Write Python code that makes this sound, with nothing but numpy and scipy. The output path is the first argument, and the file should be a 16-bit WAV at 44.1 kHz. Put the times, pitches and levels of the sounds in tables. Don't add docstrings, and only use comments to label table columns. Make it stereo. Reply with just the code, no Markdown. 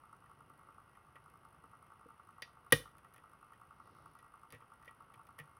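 import sys
import numpy as np
from scipy import signal
from scipy.fft import rfft, irfft, next_fast_len
from scipy.io import wavfile

SR = 44100
rng = np.random.default_rng(int(sys.argv[2]) if len(sys.argv) > 2 else 0)


def transcribe(u):
    v = np.clip(np.atleast_2d(u).T, -1, 1)
    q = np.round(v * 32767).astype(np.int16)
    wavfile.write(sys.argv[1], SR, q)


def voltage_ratio(level):
    return 10 ** (np.asarray(level, float) / 20)


N = 246519


def coloured(x, spectrum):
    size = next_fast_len(x.shape[-1])
    hz, db = np.transpose(spectrum)
    bin_hz = np.arange(size // 2 + 1) * SR / size
    gain = voltage_ratio(np.interp(np.log(bin_hz + 1), np.log(hz), db))
    return irfft(rfft(x, size) * gain, size)[..., :x.shape[-1]]


def rms_one(x):
    return x / np.sqrt(np.mean(x ** 2))


def band(x, low_hz, high_hz):
    return signal.sosfilt(signal.butter(2, [low_hz, high_hz], "band", fs=SR, output="sos"), x)


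def low_pass(x, cutoff_hz):
    return signal.lfilter(*signal.butter(2, cutoff_hz, fs=SR), x)


def impulses(t_s, db):
    out = np.full(N, 1e-18)
    index = np.clip((np.asarray(t_s) * SR).astype(int), 0, N - 1)
    np.add.at(out, index, voltage_ratio(db))
    return out


def struck(t_s, db, modes, spread_db):
    out = np.zeros(N)
    luck = rng.standard_normal((len(t_s), len(modes)))
    for k, (hz, level_db, t60_s) in enumerate(modes):
        radius = voltage_ratio(-60 / (t60_s * SR))
        angle = 2 * np.pi * hz / SR
        clicks = impulses(t_s, db + level_db + spread_db * luck[:, k])
        poles = [1, -2 * radius * np.cos(angle), radius ** 2]
        out += (-1) ** k * signal.lfilter([0, np.sin(angle)], poles, clicks)
    return out


def bursts(t_s, db, spectrum, t60_s):
    envelope = signal.lfilter([1], [1, -voltage_ratio(-60 / (t60_s * SR))], impulses(t_s, db))
    return envelope * rms_one(coloured(rng.standard_normal(N), spectrum))


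def swell(middle_s, length_s):
    phase = np.clip((np.arange(N) / SR - middle_s) / length_s, -.5, .5)
    return np.cos(np.pi * phase) ** 2


# [f/Hz, level/dB per Hz]
AIR = [(25, -19), (60, -3.5), (150, -1.5), (200, -8.5), (450, -11.5), (900, -8.5), (1400, -7),
       (2000, -20.5), (2900, -20.5), (3800, -33), (7000, -34), (9000, -26.5), (14000, -31.5), (16000, -40)]
# [f/Hz, level/dB]
AIR_DIPS = [(500, 0), (630, -3), (800, 0), (1550, 0), (1720, -4), (1900, 0), (2200, 0), (2380, -3),
            (2600, 0)]
# [f/Hz, level/dB per Hz]
AIR_APART = [(25, -37), (100, -18.5), (400, -15), (1000, -7.5), (1400, -9), (1700, -22.5), (2900, -30.5),
             (3500, -46), (16000, -50)]
# [middle t/s, length/s, level/dB]
SWELLS = [
    (.5, .9, -68),
    (1.5, 1.3, -70),
    (3.0, 1.0, -70),
    (3.97, .5, -62),
    (5.3, 1.2, -73),
]
# [f/Hz, level/dB per Hz]
RUB = [(1500, -12), (2800, -6), (3600, 0), (5500, -1), (7000, -12)]


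def room_tone():
    white = rng.standard_normal((4, N))
    rumble_level = voltage_ratio(-77) + sum(voltage_ratio(db) * swell(t_s, length_s) for t_s, length_s, db in SWELLS)
    rumble = rumble_level * voltage_ratio(-6) * rms_one(band(coloured(white[2], AIR), 70, 550))
    rub = voltage_ratio(-83) * swell(3.97, .55) ** .4 * rms_one(coloured(white[3], RUB))
    air = voltage_ratio(-67.5) * rms_one(coloured(coloured(white[0], AIR), AIR_DIPS))
    apart = voltage_ratio(-73.5) * rms_one(coloured(white[1], AIR_APART))
    return air + rumble + rub + apart * [[1], [-1]]


def drive_clock():
    first_s, tick_s, gain_s_per_tick2 = -.0018, .0188424, 7.46e-8
    wobble_s, wobble_ticks, wobble_start_rad = .00534, 96.97, 2.323
    tick = np.arange(int(N / SR / tick_s) + 1)
    wobble = wobble_s * np.sin(2 * np.pi * tick / wobble_ticks + wobble_start_rad)
    return tick, first_s + tick_s * tick - gain_s_per_tick2 * tick ** 2 + wobble


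# [crest level/dB, late/s]
TEETH = [
    (-48, 0),
    (-58, -.0004),
    (-61, .0003),
    (-61.5, .0003),
    (-59, .0014),
]
# [t/s, crest level/dB]
GLANCING = [(.223, -54.5), (.317, -49.5), (.502, -49.5), (.593, -54.5), (.878, -57), (.974, -51),
            (1.070, -56.5), (1.262, -51), (1.358, -53.5), (1.546, -54), (1.829, -52.5), (2.014, -51),
            (2.478, -55), (2.573, -50), (2.953, -53.5), (3.146, -55.5), (3.241, -50.5), (3.335, -51.5),
            (3.876, -51), (3.969, -54), (4.247, -50.5), (4.530, -51), (4.817, -53.5), (5.104, -51.5),
            (5.478, -53.5), (5.571, -51)]
# [t/s, crest level/dB]
CATCHES = [(.093, -54.5), (.300, -51.5), (.672, -54.5), (1.341, -52.5), (1.905, -51), (1.997, -52.5),
           (2.090, -51), (3.803, -46), (3.894, -54), (3.951, -53), (3.990, -52.5), (4.062, -45.5),
           (4.230, -51.5), (4.455, -52.5), (4.608, -53), (4.741, -54), (4.895, -51), (5.028, -53),
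           (5.145, -54), (5.181, -52), (5.404, -53.5), (5.440, -56)]
# [f/Hz, level/dB, t60/s]
CASING = [(740, -17.5, 0.12), (902, -8, 0.1), (1116.7, -0.5, .07), (1201.2, -1.5, 0.087),
          (1303.8, -1.5, .09), (1398.4, -5, 0.074), (1530, -18, 0.067)]
# [f/Hz, level/dB, t60/s]
CASING_HIGH = [(1928, -25, 0.3), (2133, -24.5, 0.18), (2640, -31, 0.15), (2830, -27.5, 0.12)]
# [f/Hz, level/dB, t60/s]
CASING_APART = [(898, -9, .07), (1230, -7, 0.0691), (1330, 0, .09)]
# [f/Hz, level/dB per Hz]
RATTLE = [(2000, -13.5), (3500, -13.5), (6500, -14.5), (8500, -2), (9500, 0), (12000, -8), (13500, -1),
          (15500, -8)]


def motor():
    heavy_tick, slip_tick = 2, 204
    tick, crest_s = drive_clock()
    tooth = (tick - heavy_tick + (tick >= slip_tick)) % len(TEETH)
    heavy = tooth == 0
    tooth_db, late_s = np.transpose(TEETH)[:, tooth]
    luck = rng.standard_normal((len(tick), 3))
    crest_s += late_s + np.where(heavy, .0002, .0008) * luck[:, 0]
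    db = tooth_db + np.where(heavy, .7, 2.2) * luck[:, 1]
    for t_s, odd_db in [*GLANCING, *CATCHES]:
        db[np.argmin(abs(crest_s - t_s))] = odd_db
    start_s = crest_s - .0047
    ring = struck(start_s, db - 6.5, CASING, 1.1)
    ring += struck(start_s, .31 * db - 41.5, CASING_HIGH, 2.5)
    edge_db = -71.5 + .35 * (db + 60) + 3 * np.minimum(luck[:, 2], 1.7)
    edge = bursts(start_s + .0006, edge_db, RATTLE, .03)
    side = struck(start_s + .0026, db - 16.5, CASING_APART, 2)
    return ring + edge, side


# [f/Hz, level/dB, t60/s]
TRAY = [(272, -7.5, .08), (540, 0, .05), (318, -10, 0.09), (720, -14, 0.054), (473, 2, .065),
        (410, -9, .06)]
# [f/Hz, level/dB, t60/s]
DESK = [(148, 0, .13), (103, -4, .12), (52, -16, .3)]


def thumps(t_s, tray_db, desk_db, spread_db):
    low = struck(t_s, tray_db, TRAY, spread_db) + struck(t_s + .005, desk_db, DESK, spread_db)
    return band(low, 45, 1000)


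# [f/Hz, level/dB per Hz]
CRACK = [(3000, -18.5), (5000, -13), (7000, -3), (9000, 0), (11000, 0), (13000, 1), (15000, -4),
         (16000, -5), (17000, -22)]
# [f/Hz, level/dB per Hz]
SCRATCH = [(600, -8), (1200, 3), (2000, 6), (3500, 6.5), (5000, -2), (6500, -2.5), (9000, -11)]


def contact_noise(t_s, scratch_db, crack_db):
    return bursts(t_s, crack_db, CRACK, .014) + bursts(t_s, scratch_db, SCRATCH, .05)


# [t/s, vice ring level/dB, scratch level/dB, crack level/dB]
PINS = [(0.2605, -67.5, -83, -71), (0.4974, -74, -88, -67), (0.9513, -64, -83, -71),
        (1.1555, -53, -92, -70), (1.3002, -67, -81, -66), (1.8664, -68, -85, -67),
        (2.4213, -39, -41, -46.5), (2.9823, -62, -75, -57.5), (3.0458, -64.5, -84, -68),
        (3.1384, -65, -78.5, -58), (3.1434, -70, -86, -64), (3.1616, -59, -75, -61),
        (3.1795, -58.5, -79, -65), (3.5334, -60, -81, -64), (4.1892, -61.5, -66, -64),
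        (4.5046, -62, -61.5, -58), (4.5235, -50, -58, -49), (4.5365, -55, -70, -66),
        (4.5465, -52, -70, -62), (4.6113, -60.5, -85, -77), (4.826, -64, -81, -64), (4.8472, -67, -72, -66),
        (4.8567, -65, -74, -61), (4.8773, -48, -77, -72), (5.137, -60, -74, -66), (5.1407, -62, -71, -64),
        (5.269, -64, -74, -62), (5.388, -43, -76, -49.5), (5.398, -49, -74, -53)]
# [f/Hz, level/dB, t60/s]
PICK = [(1795, -4, .075), (1918, 0, .09), (2160, -11, .05), (2258, -12, .05), (2480, -12, .04),
        (3003, -12, .06), (3220, -14, .05), (585, -9, .05)]
# [f/Hz, level/dB, t60/s]
BLADE = [(3490, 0, .07), (4742, -2, .1), (5400, -11, .08), (6000, -10, .06)]
# [f/Hz, level/dB per Hz]
GRAIN = [(1350, -25), (1750, 0), (2500, -2), (3300, -8), (4000, -28)]


def pick_contacts():
    t_s, ring_db, scratch_db, crack_db = np.transpose(PINS)
    vice = low_pass(struck(t_s, ring_db - 4.5, PICK, 2.2), 2600)
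    blade = struck(t_s, scratch_db - 11, BLADE, 1.5)
    grain = bursts(t_s + .001, ring_db - 9, GRAIN, .08)
    push_db = .4 * (ring_db + 60)
    base = thumps(t_s, -77 + push_db, -78 + push_db, 2.2)
    return vice + blade + grain + base, contact_noise(t_s, scratch_db - 4.5, crack_db + 2.5)


# [t/s, tray knock level/dB, desk
# thud level/dB]
BUMPS = [(0.498, -61, -72), (0.69, -64, -64), (1.159, -68, -70), (1.638, -60, -65), (2.058, -53.5, -68),
         (2.423, -62, -72), (2.983, -68, -76), (3.18, -68, -76), (4.506, -75, -62), (2.799, -50, -56),
         (4.527, -53, -52), (4.538, -55, -54), (4.554, -60, -57), (5.396, -58, -51), (5.409, -62, -58),
         (5.429, -68, -67)]


def soft_knocks():
    t_s, tray_db, desk_db = np.transpose(BUMPS)
    return low_pass(thumps(t_s, tray_db + 2.5, desk_db - 1.5, 2.5), 350)


# [t/s, vice ring level/dB, tray knock level/dB, desk thud level/dB]
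SNAP = (2.7236, -15, -21.5, -28.5)
# [t/s, scratch level/dB, crack level/dB]
SNAP_CRACKS = [
    (2.707, -62, -75),
    (2.7228, -35, -15),
    (2.7245, -34, -19),
    (2.7288, -38, -30),
    (2.733, -42, -38),
]
# [f/Hz, level/dB, t60/s]
VICE = [(1210, -9, .035), (1050, -17, 0.034), (1622, -12, .055), (1790, -11, .055), (1890, 1.5, .06),
        (2129, -17, 0.021), (2360, -15, .04), (2460, -14, .04), (2600, -20, .04), (2866, -12, .045),
        (3050, -12, .045), (3310, -13, .045), (3613, -15, .04), (3902, -19, .04), (4430, -26, .06),
        (4750, -24, .04), (7300, -22, .04)]


def snap():
    t_s, ring_db, tray_db, desk_db = SNAP
    ring = struck([t_s], ring_db, VICE, 0)
    base = thumps(np.array([t_s + .001]), tray_db, desk_db, 0)
    return ring + base, contact_noise(*np.transpose(SNAP_CRACKS))


# [f/Hz, level/dB]
ROOM_TONE = [(100, -8), (1000, -2.5), (2000, -3), (5000, 1.5), (10000, -5.5), (16000, -8)]


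def room(x):
    t60_s, level_db = .25, -11
    t = np.arange(SR // 2) / SR
    decay = voltage_ratio(-60 * t / t60_s) * (t > .004)
    shared, apart = rng.standard_normal((2, len(t))) * decay
    tails = np.array([shared + .2 * apart, shared - .11 * apart]) / np.sqrt(np.sum(shared ** 2))
    return voltage_ratio(level_db) * signal.fftconvolve(coloured(x, ROOM_TONE)[None], tails, axes=1)[:, :N]


def scene():
    air = room_tone()
    drive, drive_side = motor()
    pick_ring, pick_noise = pick_contacts()
    snap_ring, snap_noise = snap()
    ring = pick_ring + soft_knocks() + snap_ring
    noise = pick_noise + snap_noise
    echo = np.roll(ring, 90) - np.roll(ring, 70)
    side = drive_side + voltage_ratio(-19) * echo
    lock_pan = voltage_ratio(np.array([[.3], [-.3]]))
    drive_pan = voltage_ratio(np.array([[-.6], [.6]]))
    front = (ring + noise) * lock_pan + drive * drive_pan + side * [[1], [-1]]
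    return front + room(.7 * ring + 1.3 * noise + .7 * drive) + air


def roll_off(x):
    return signal.sosfilt(signal.butter(12, 16990, fs=SR, output="sos"), x)


# [f/Hz, lead/rad]
PORT_LEAD = [(20, 0), (2000, .15), (2700, .55), (3500, .2), (4500, .5), (5300, .3), (6200, 1.9),
             (7300, np.pi), (10450, 2 * np.pi), (13550, 3 * np.pi), (16300, 4 * np.pi)]


def record(dry):
    size = next_fast_len(N + 4096)
    bin_hz = np.arange(size // 2 + 1) * SR / size
    lead_rad = np.interp(bin_hz, *np.transpose(PORT_LEAD))
    shift = np.exp(.5j * lead_rad * [[1], [-1]])
    ports = irfft(rfft(dry, size) * shift, size)[:, :N]
    top = signal.cheby2(10, 60, 17000, fs=SR, output="sos")
    return roll_off(signal.sosfilt(top, ports))


dry = scene()
out = record(dry)
transcribe(out)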